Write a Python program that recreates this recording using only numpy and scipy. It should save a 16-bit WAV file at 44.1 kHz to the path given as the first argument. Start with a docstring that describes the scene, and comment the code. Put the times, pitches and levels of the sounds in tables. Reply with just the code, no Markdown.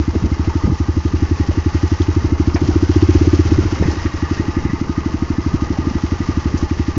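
"""A dirt bike putters down a rough trail, heard from the rider's place. Its single-cylinder
four-stroke engine sucks in air once per firing, thumping the airbox and barking in the intake pipe;
the throttle opens briefly, then the engine stumbles back to idle. Gears chirp and valves clatter in
the casing, tyres hiss on the dirt and loose parts rattle. Dull low thuds come from trail jolts and
uneven engine firings."""
import sys
import numpy as np
from scipy import signal
from scipy.fft import rfft, irfft, next_fast_len
from scipy.io import wavfile
from scipy.ndimage import uniform_filter1d

SR = 44100
rng = np.random.default_rng(int(sys.argv[2]) if len(sys.argv) > 2 else 0)


def output_pcm(signal):
    """Save a mono or channel-first signal as 16-bit PCM at the path in sys.argv[1].

    Samples are clipped to [-1, 1] before scaling.
    """
    pcm = np.clip(np.atleast_2d(signal).T, -1, 1) * 32767
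    wavfile.write(sys.argv[1], SR, np.round(pcm).astype(np.int16))


N = 307799
TIME = np.arange(N) / SR

# Dull low thuds, from trail jolts and uneven engine firings.
# Each row: start in seconds, level in dB, pitch in Hz.
LOW_THUDS = [(0.152, -7, 362), (0.2227, -12, 139), (0.2578, -8.5, 223), (0.6513, -9, 184),
             (0.6712, -11, 171), (0.6776, -8, 235), (0.6972, -7, 142), (2.633, -12, 125),
             (3.8117, -10, 170), (3.8236, -4, 380), (3.8555, -9.5, 157), (4.653, -15, 169),
             (4.695, -13, 161), (5.5367, -11.5, 140), (5.9102, -11, 218)]
# The ground under the tyres. Each row: time in seconds, hiss level in dB, rumble level in dB.
GROUND_LEVELS = [(0, -38.5, -29), (1.1, -39.5, -27), (2, -35.5, -30), (2.35, -39.5, -28),
                 (2.7, -35.5, -24.5), (3.35, -34, -24.5), (3.9, -35.5, -24), (4.3, -37.5, -27),
                 (4.9, -40, -28.5), (6.1, -38, -28), (6.98, -38, -29)]


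def undb(db):
    """Decibels to gain."""
    return 10 ** (np.asarray(db) / 20)


def unit(x):
    """Scale to rms 1."""
    return x / np.std(x)


def curve(table, column=1):
    """One column of a table, joined by straight lines in time."""
    table = np.array(table)
    return np.interp(TIME, table[:, 0], table[:, column])


def resonance(f, hz, width):
    """Response of a damped resonator at the frequencies f, gain 1 at its centre."""
    return 1j * f * width / (hz ** 2 - f ** 2 + 1j * f * width)


def shape(x, response):
    """Filter a sound with a response given as a function of frequency."""
    size = next_fast_len(len(x) + SR // 10)
    return irfft(rfft(x, size) * response(np.fft.rfftfreq(size, 1 / SR)), size)[:len(x)]


def colour(x, points):
    """Equalise a sound along (Hz, dB) points, at rms 1."""
    hz, db = np.transpose(points)
    return unit(shape(x, lambda f: undb(np.interp(np.log(f + 1), np.log(hz), db))))


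def walk(rate):
    """Smooth random wander with a spread near 1, taking `rate` steps a second."""
    hold = int(SR / rate)
    steps = np.repeat(rng.standard_normal(N // hold + 1), hold)
    return unit(uniform_filter1d(steps, hold))[:N]


def grains(rate, spread_db):
    """Random tiny impacts of uneven size, about `rate` a second."""
    hit = rng.random(N) < rate / SR
    return unit(hit * rng.standard_normal(N) * undb(spread_db * rng.standard_normal(N)))


def add(out, sound, start_s):
    """Mix a sound in from the given time on."""
    i = int(round(start_s * SR))
    part = sound[max(-i, 0):max(N - i, 0)]
    out[max(i, 0):max(i, 0) + len(part)] += part


def ground_rumble(flutter_db=2.42, jolt_db=4, jolt_s=0.025):
    """The rough ground shakes the bike; the rumble swells around each thud."""
    # The rumble's tone. Each row: frequency in Hz, relative level in dB.
    rumble_eq = [(10, -2.5), (30, 0.5), (80, 3.5), (150, -1.5), (220, -5.5), (340, -5), (480, -13),
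                 (650, -21.5), (1200, -51.5)]
    jolt = np.max([np.exp(-((TIME - s) / jolt_s) ** 2) for s, _, _ in LOW_THUDS], axis=0)
    bed = colour(rng.standard_normal(N), rumble_eq)
    return bed * undb(curve(GROUND_LEVELS, column=2) + jolt_db * jolt + flutter_db * walk(rate=25))


def grit_hiss(valves, valve_depth=0.26, flicker_db=1.11):
    """Fine grit under the tyres and engine hiss, one texture that pulses with the valves."""
    # The hiss's tone. Each row: frequency in Hz, relative level in dB.
    hiss_eq = [(300, -5.5), (600, 6), (1200, 5), (2200, -2), (3100, 1), (3600, -4), (4300, -1.5), (5000, 1),
               (6000, 0.5), (6600, -3), (7200, -4.5), (7800, -16)]
    grit = colour(grains(rate=9000, spread_db=0) * (1 + valve_depth * valves), hiss_eq)
    return grit * undb(curve(GROUND_LEVELS) + flicker_db * walk(rate=45))


def rattles(attack_s=.0012):
    """Loose parts and stones give short bursts of ringing noise, and a sharp broad click sounds at 3.025 s."""
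    # Each row: start in seconds, level in dB, centre in Hz, width in Hz, decay in seconds.
    rattle_hits = [(.153, -20, 485, 200, 0.0049), (.443, -36.5, 2580, 500, .014),
                   (.668, -26, 406, 200, 0.039), (1.511, -22, 558, 400, 0.0071),
                   (1.877, -27, 5200, 3060, 0.0046), (2.018, -20, 4020, 2400, 0.003),
                   (2.542, -26.5, 5370, 1200, 0.0097), (2.556, -22, 690, 453, 0.021),
                   (2.558, -23, 1910, 993, 0.014), (2.703, -26.5, 740, 400, 0.02),
                   (3.025, -25, 4000, 4000, 0.0029), (3.823, -25.5, 706, 497, 0.017),
                   (3.826, -26, 1930, 300, 0.026), (3.910, -33, 5380, 3000, 0.029),
                   (4.057, -23.5, 1600, 1200, 0.01), (4.695, -25, 1944, 119, 0.016),
                   (4.974, -31, 1890, 200, 0.019), (5.770, -24.5, 705, 248, 0.011),
                   (6.574, -32.5, 5630, 2500, 0.018), (6.598, -28.5, 1120, 288, 0.012)]
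    out, t = np.zeros(N), TIME[:SR // 6]
    for start, db, hz, width, decay in rattle_hits:
        burst = unit(shape(rng.standard_normal(len(t)), lambda f: resonance(f, hz, width) ** 2))
        envelope = np.exp(-t / decay) * (1 - np.exp(-t / attack_s))
        add(out, undb(db) * burst * envelope, start)
    return out


def low_thuds(rise_cycles=0.49, boost_db=1, soft_hz=620):
    """Trail jolts and uneven engine firings give dull low thuds that die within a few swings."""
    out, t = np.zeros(N), TIME[:SR // 6]
    for start, db, hz in LOW_THUDS:
        age = t * hz / rise_cycles
        envelope = age * np.exp(1 - age)
        add(out, undb(db + boost_db) * envelope * np.sin(2 * np.pi * hz * t), start)
    return shape(out, lambda f: np.exp(-(f / soft_hz) ** 2))


def engine_cycle():
    """Number of engine cycles turned so far; each firing completes one."""
    # Idle, a brief swell, a stumble back. 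Each row: time in seconds, firings per second.
    firing_rate = [(0, 12.48), (.38, 12.77), (.69, 12.04), (1.02, 12.02), (1.29, 11.26), (1.89, 11.79),
                   (2.43, 13.13), (2.54, 14.33), (2.7, 14.1), (3.32, 16.96), (3.84, 12.73), (3.86, 11.47),
                   (4.56, 11.76), (4.76, 12.51), (4.9, 12.05), (5.6, 12.76), (5.62, 12.09), (6.98, 11.67)]
    return np.cumsum(curve(firing_rate)) / SR


def valve_pulses(cycle, seats=(0.33, .9), spread=0.11):
    """A smooth pulse as each of two valves closes; seats and spread are shares of the engine cycle."""
    offsets = [(cycle - seat + .5) % 1 - .5 for seat in seats]
    return sum(np.exp(-(offset / spread) ** 2) for offset in offsets)


def gear_whine(cycle, backlash=0.012, flicker_db=3.0):
    """Gears and cam chain whine in short chirps that follow the uneven crank and its load."""
    # The crank slows under compression and kicks on at ignition.
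    # Each row: share of the cycle, relative speed, gear load in dB, cam load in dB.
    crank_motion = [(0, 1, -5, -18), (.1, 1.04, 3.5, -12.5), (.22, 1, -4, -1.5), (.3, 1.04, -9, 1),
                    (.38, 1.01, -0.5, -2), (.48, .97, 0.5, -3.5), (.6, .94, -7.5, -1.5),
                    (.68, .8, 3.5, -13.5), (.76, .99, 2, -16), (.84, 1.02, -1, -18.5),
                    (0.939, .98, -7.5, -15.5)]
    # Meshing gears, then the cam chain. Each row: teeth per engine cycle, relative level in dB.
    gear_mesh = [(101, 0.5), (162, -0.5)]
    cam_mesh = [(72.46, 0.23), (52.2, -1.5)]
    share, *columns = np.transpose(crank_motion)
    speed, gear_db, cam_db = (np.interp(cycle, share, c, period=1) for c in columns)
    turn_per_sample = np.gradient(cycle) * speed
    out = np.zeros(N)
    for mesh, load_db in ((gear_mesh, gear_db), (cam_mesh, cam_db)):
        for teeth, db in mesh:
            phase = np.cumsum(teeth * turn_per_sample * (1 + backlash * walk(rate=120)))
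            out += undb(db + load_db + flicker_db * walk(rate=35)) * np.sin(2 * np.pi * phase)
    return unit(out)


def casing_ring(drive, modes):
    """The casing rings in damped modes of alternating polarity, at rms 1."""
    def response(f):
        return sum((-1) ** k * undb(db) * resonance(f, hz, width)
                   for k, (hz, width, db) in enumerate(modes))
    return unit(shape(drive, response))


def casing_clatter(cycle, valves, valve_depth=.5, whine_db=-12, flutter_db=1.0, split_hz=1620):
    """Meshing teeth and a spray of tiny impacts, harder as the valves close, ring the casing."""
    # The casing's modes. Each row: pitch in Hz, width in Hz, relative level in dB.
    casing_modes = [(663, 54, -8.5), (822, 32.3, 1.5), (912, 74, -1.5), (1108, 73, 0.5), (1158, 78, -0.5),
                    (1233, 56, -.5), (1384, 26, -3), (1532, 110, -8), (1744, 31, -4.5), (1891, 41, -5),
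                    (1975, 55, -7), (2098, 110, -8), (2590, 130, -13), (2756, 43, -14.5), (2835, 17, -7.5),
                    (3820, 35, -14.5)]
    # The ring's loudness. Each row: time in seconds, low modes in dB, high modes in dB.
    ring_levels = [(0, -38, -46), (.45, -35.5, -42.5), (.75, -37.5, -45.5), (1.4, -36.5, -40),
                   (2, -35.5, -41.5), (2.65, -35, -43.5), (3.1, -35, -39), (3.9, -34.5, -38.5),
                   (4.6, -35.5, -38), (4.85, -35.5, -42.5), (6.4, -35.5, -41), (6.98, -37.5, -41)]
    whine = undb(whine_db + flutter_db * walk(rate=6)) * gear_whine(cycle)
    impacts = grains(rate=2500, spread_db=0.5) * (1 + valve_depth * valves)
    drive = impacts + whine
    low = casing_ring(drive, [mode for mode in casing_modes if mode[0] < split_hz])
    high = casing_ring(drive, [mode for mode in casing_modes if mode[0] >= split_hz])
    return low * undb(curve(ring_levels)) + high * undb(curve(ring_levels, column=2))


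def firings(cycle, throttle_scatter=.05, thump_scatter_db=0.4, bark_scatter_db=0.5):
    """Time, throttle, thump dB and bark dB of each firing: strength follows effort; a few misfire."""
    # How hard the engine works. Each row: time in seconds, throttle 0-1, thump in dB, bark in dB.
    effort = [(0, 0.03, -4, 0), (.9, 0.37, -1.5, -2.5), (1.85, 0.46, -1, -1.5), (2.1, 0.78, -1.2, -3.2),
              (2.45, 0.2, -1.5, 1.5), (2.72, 0.7, -3, 0.5), (3, 0.83, 0.8, 1.5), (3.55, 0.76, -1.2, 1.5),
              (3.9, 0.68, -2.5, -1.5), (4.33, 0.17, -5.5, -0.5), (4.85, 0, -11, .7), (5.4, 0.06, -7.5, 0.7),
              (6.45, 0, -6.5, .5), (6.98, 0.35, -4, -1.2)]
    # Firings that burn poorly. Each row: time in seconds, thump change in dB, bark change in dB.
    misfires = [(3.45, -3, -10.5), (3.65, -3, -5.5), (3.73, -3, -4.5), (3.79, -5, -7), (3.97, -5.5, -8),
                (4.14, -3.5, -7.5)]
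    times = np.interp(np.arange(int(cycle[-1]) + 1), cycle, TIME)
    knots, *columns = np.transpose(effort)
    throttle, thump_db, bark_db = (np.interp(times, knots, c) for c in columns)
    for when, thump_dip_db, bark_dip_db in misfires:
        nearest = np.argmin(abs(times - when))
        thump_db[nearest] += thump_dip_db
        bark_db[nearest] += bark_dip_db
    scatter = rng.standard_normal((len(times), 3))
    throttle = np.clip(throttle + throttle_scatter * scatter[:, 0], 0, 1)
    thump_db += thump_scatter_db * scatter[:, 1]
    bark_db += bark_scatter_db * scatter[:, 2]
    return zip(times, throttle, thump_db, bark_db)


def cavity(f, modes, throttle):
    """Air resonances slide from their shut-throttle to their open-throttle tuning, mostly upward."""
    total = 0
    for mode in np.array(modes):
        shut, wide_open, polarity = mode[:3], mode[3:6], mode[6]
        hz, width, db = shut + throttle * (wide_open - shut)
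        total = total + polarity * undb(db) * resonance(f, hz, width)
    return total


def firing_thumps(cycle, pulse_hz=217, pulse_db=-46, sharpening=0.14, lead_s=.006, size=8192):
    """Each firing's low thump and pipe bark: a suction pulse, sharper with throttle, rings the intake."""
    # The airbox's thump and the intake pipe's bark. Each row: pitch in Hz, width in Hz and gain in dB
    # with the throttle shut, the same three with it open, then polarity.
    thump_modes = [(73.98, 31.2, 15.5, 82, 23, 12.5, 1), (76.28, 43.8, 13, 88.9, 30.7, 12, -1)]
    bark_modes = [(302.4, 83, 5.5, 301, 33.2, 10.4, -1), (349.6, 27.3, 9, 364, 38, 13, 1),
                  (383, 23, -4.5, 440, 48, 2.5, -1)]
    out, f = np.zeros(N), np.fft.rfftfreq(size, 1 / SR)
    delay = np.exp(-2j * np.pi * f * lead_s)  # leaves room for the pulse to swell
    for when, throttle, thump_db, bark_db in firings(cycle):
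        reach_hz = pulse_hz * (1 + sharpening * throttle)
        pulse = SR * undb(pulse_db) * np.exp(-(f / reach_hz) ** 2) * delay
        thump = undb(thump_db) * cavity(f, thump_modes, throttle)
        bark = undb(bark_db) * cavity(f, bark_modes, throttle)
        add(out, irfft(pulse * (thump + bark)), when - lead_s)
    return out


def scene():
    """Engine, ground, thuds and rattles, all close by in the open air, in mono."""
    cycle = engine_cycle()
    valves = valve_pulses(cycle)
    engine = firing_thumps(cycle) + casing_clatter(cycle, valves)
    background = grit_hiss(valves) + ground_rumble()
    return (engine + background + low_thuds() + rattles())[None]


def record(dry):
    """The rider's camera flattens the tallest peaks, rolls the treble off and cuts the very top."""
    roll_off_hz, top_hz = 6800, 7750
    roll_off = signal.butter(12, roll_off_hz, fs=SR, output="sos")
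    top_cut = signal.ellip(10, .1, 80, top_hz, fs=SR, output="sos")
    dull = signal.sosfilt(roll_off, np.clip(dry, -.98, .98))
    return signal.sosfilt(top_cut, dull)


dry = scene()
out = record(dry)
output_pcm(out)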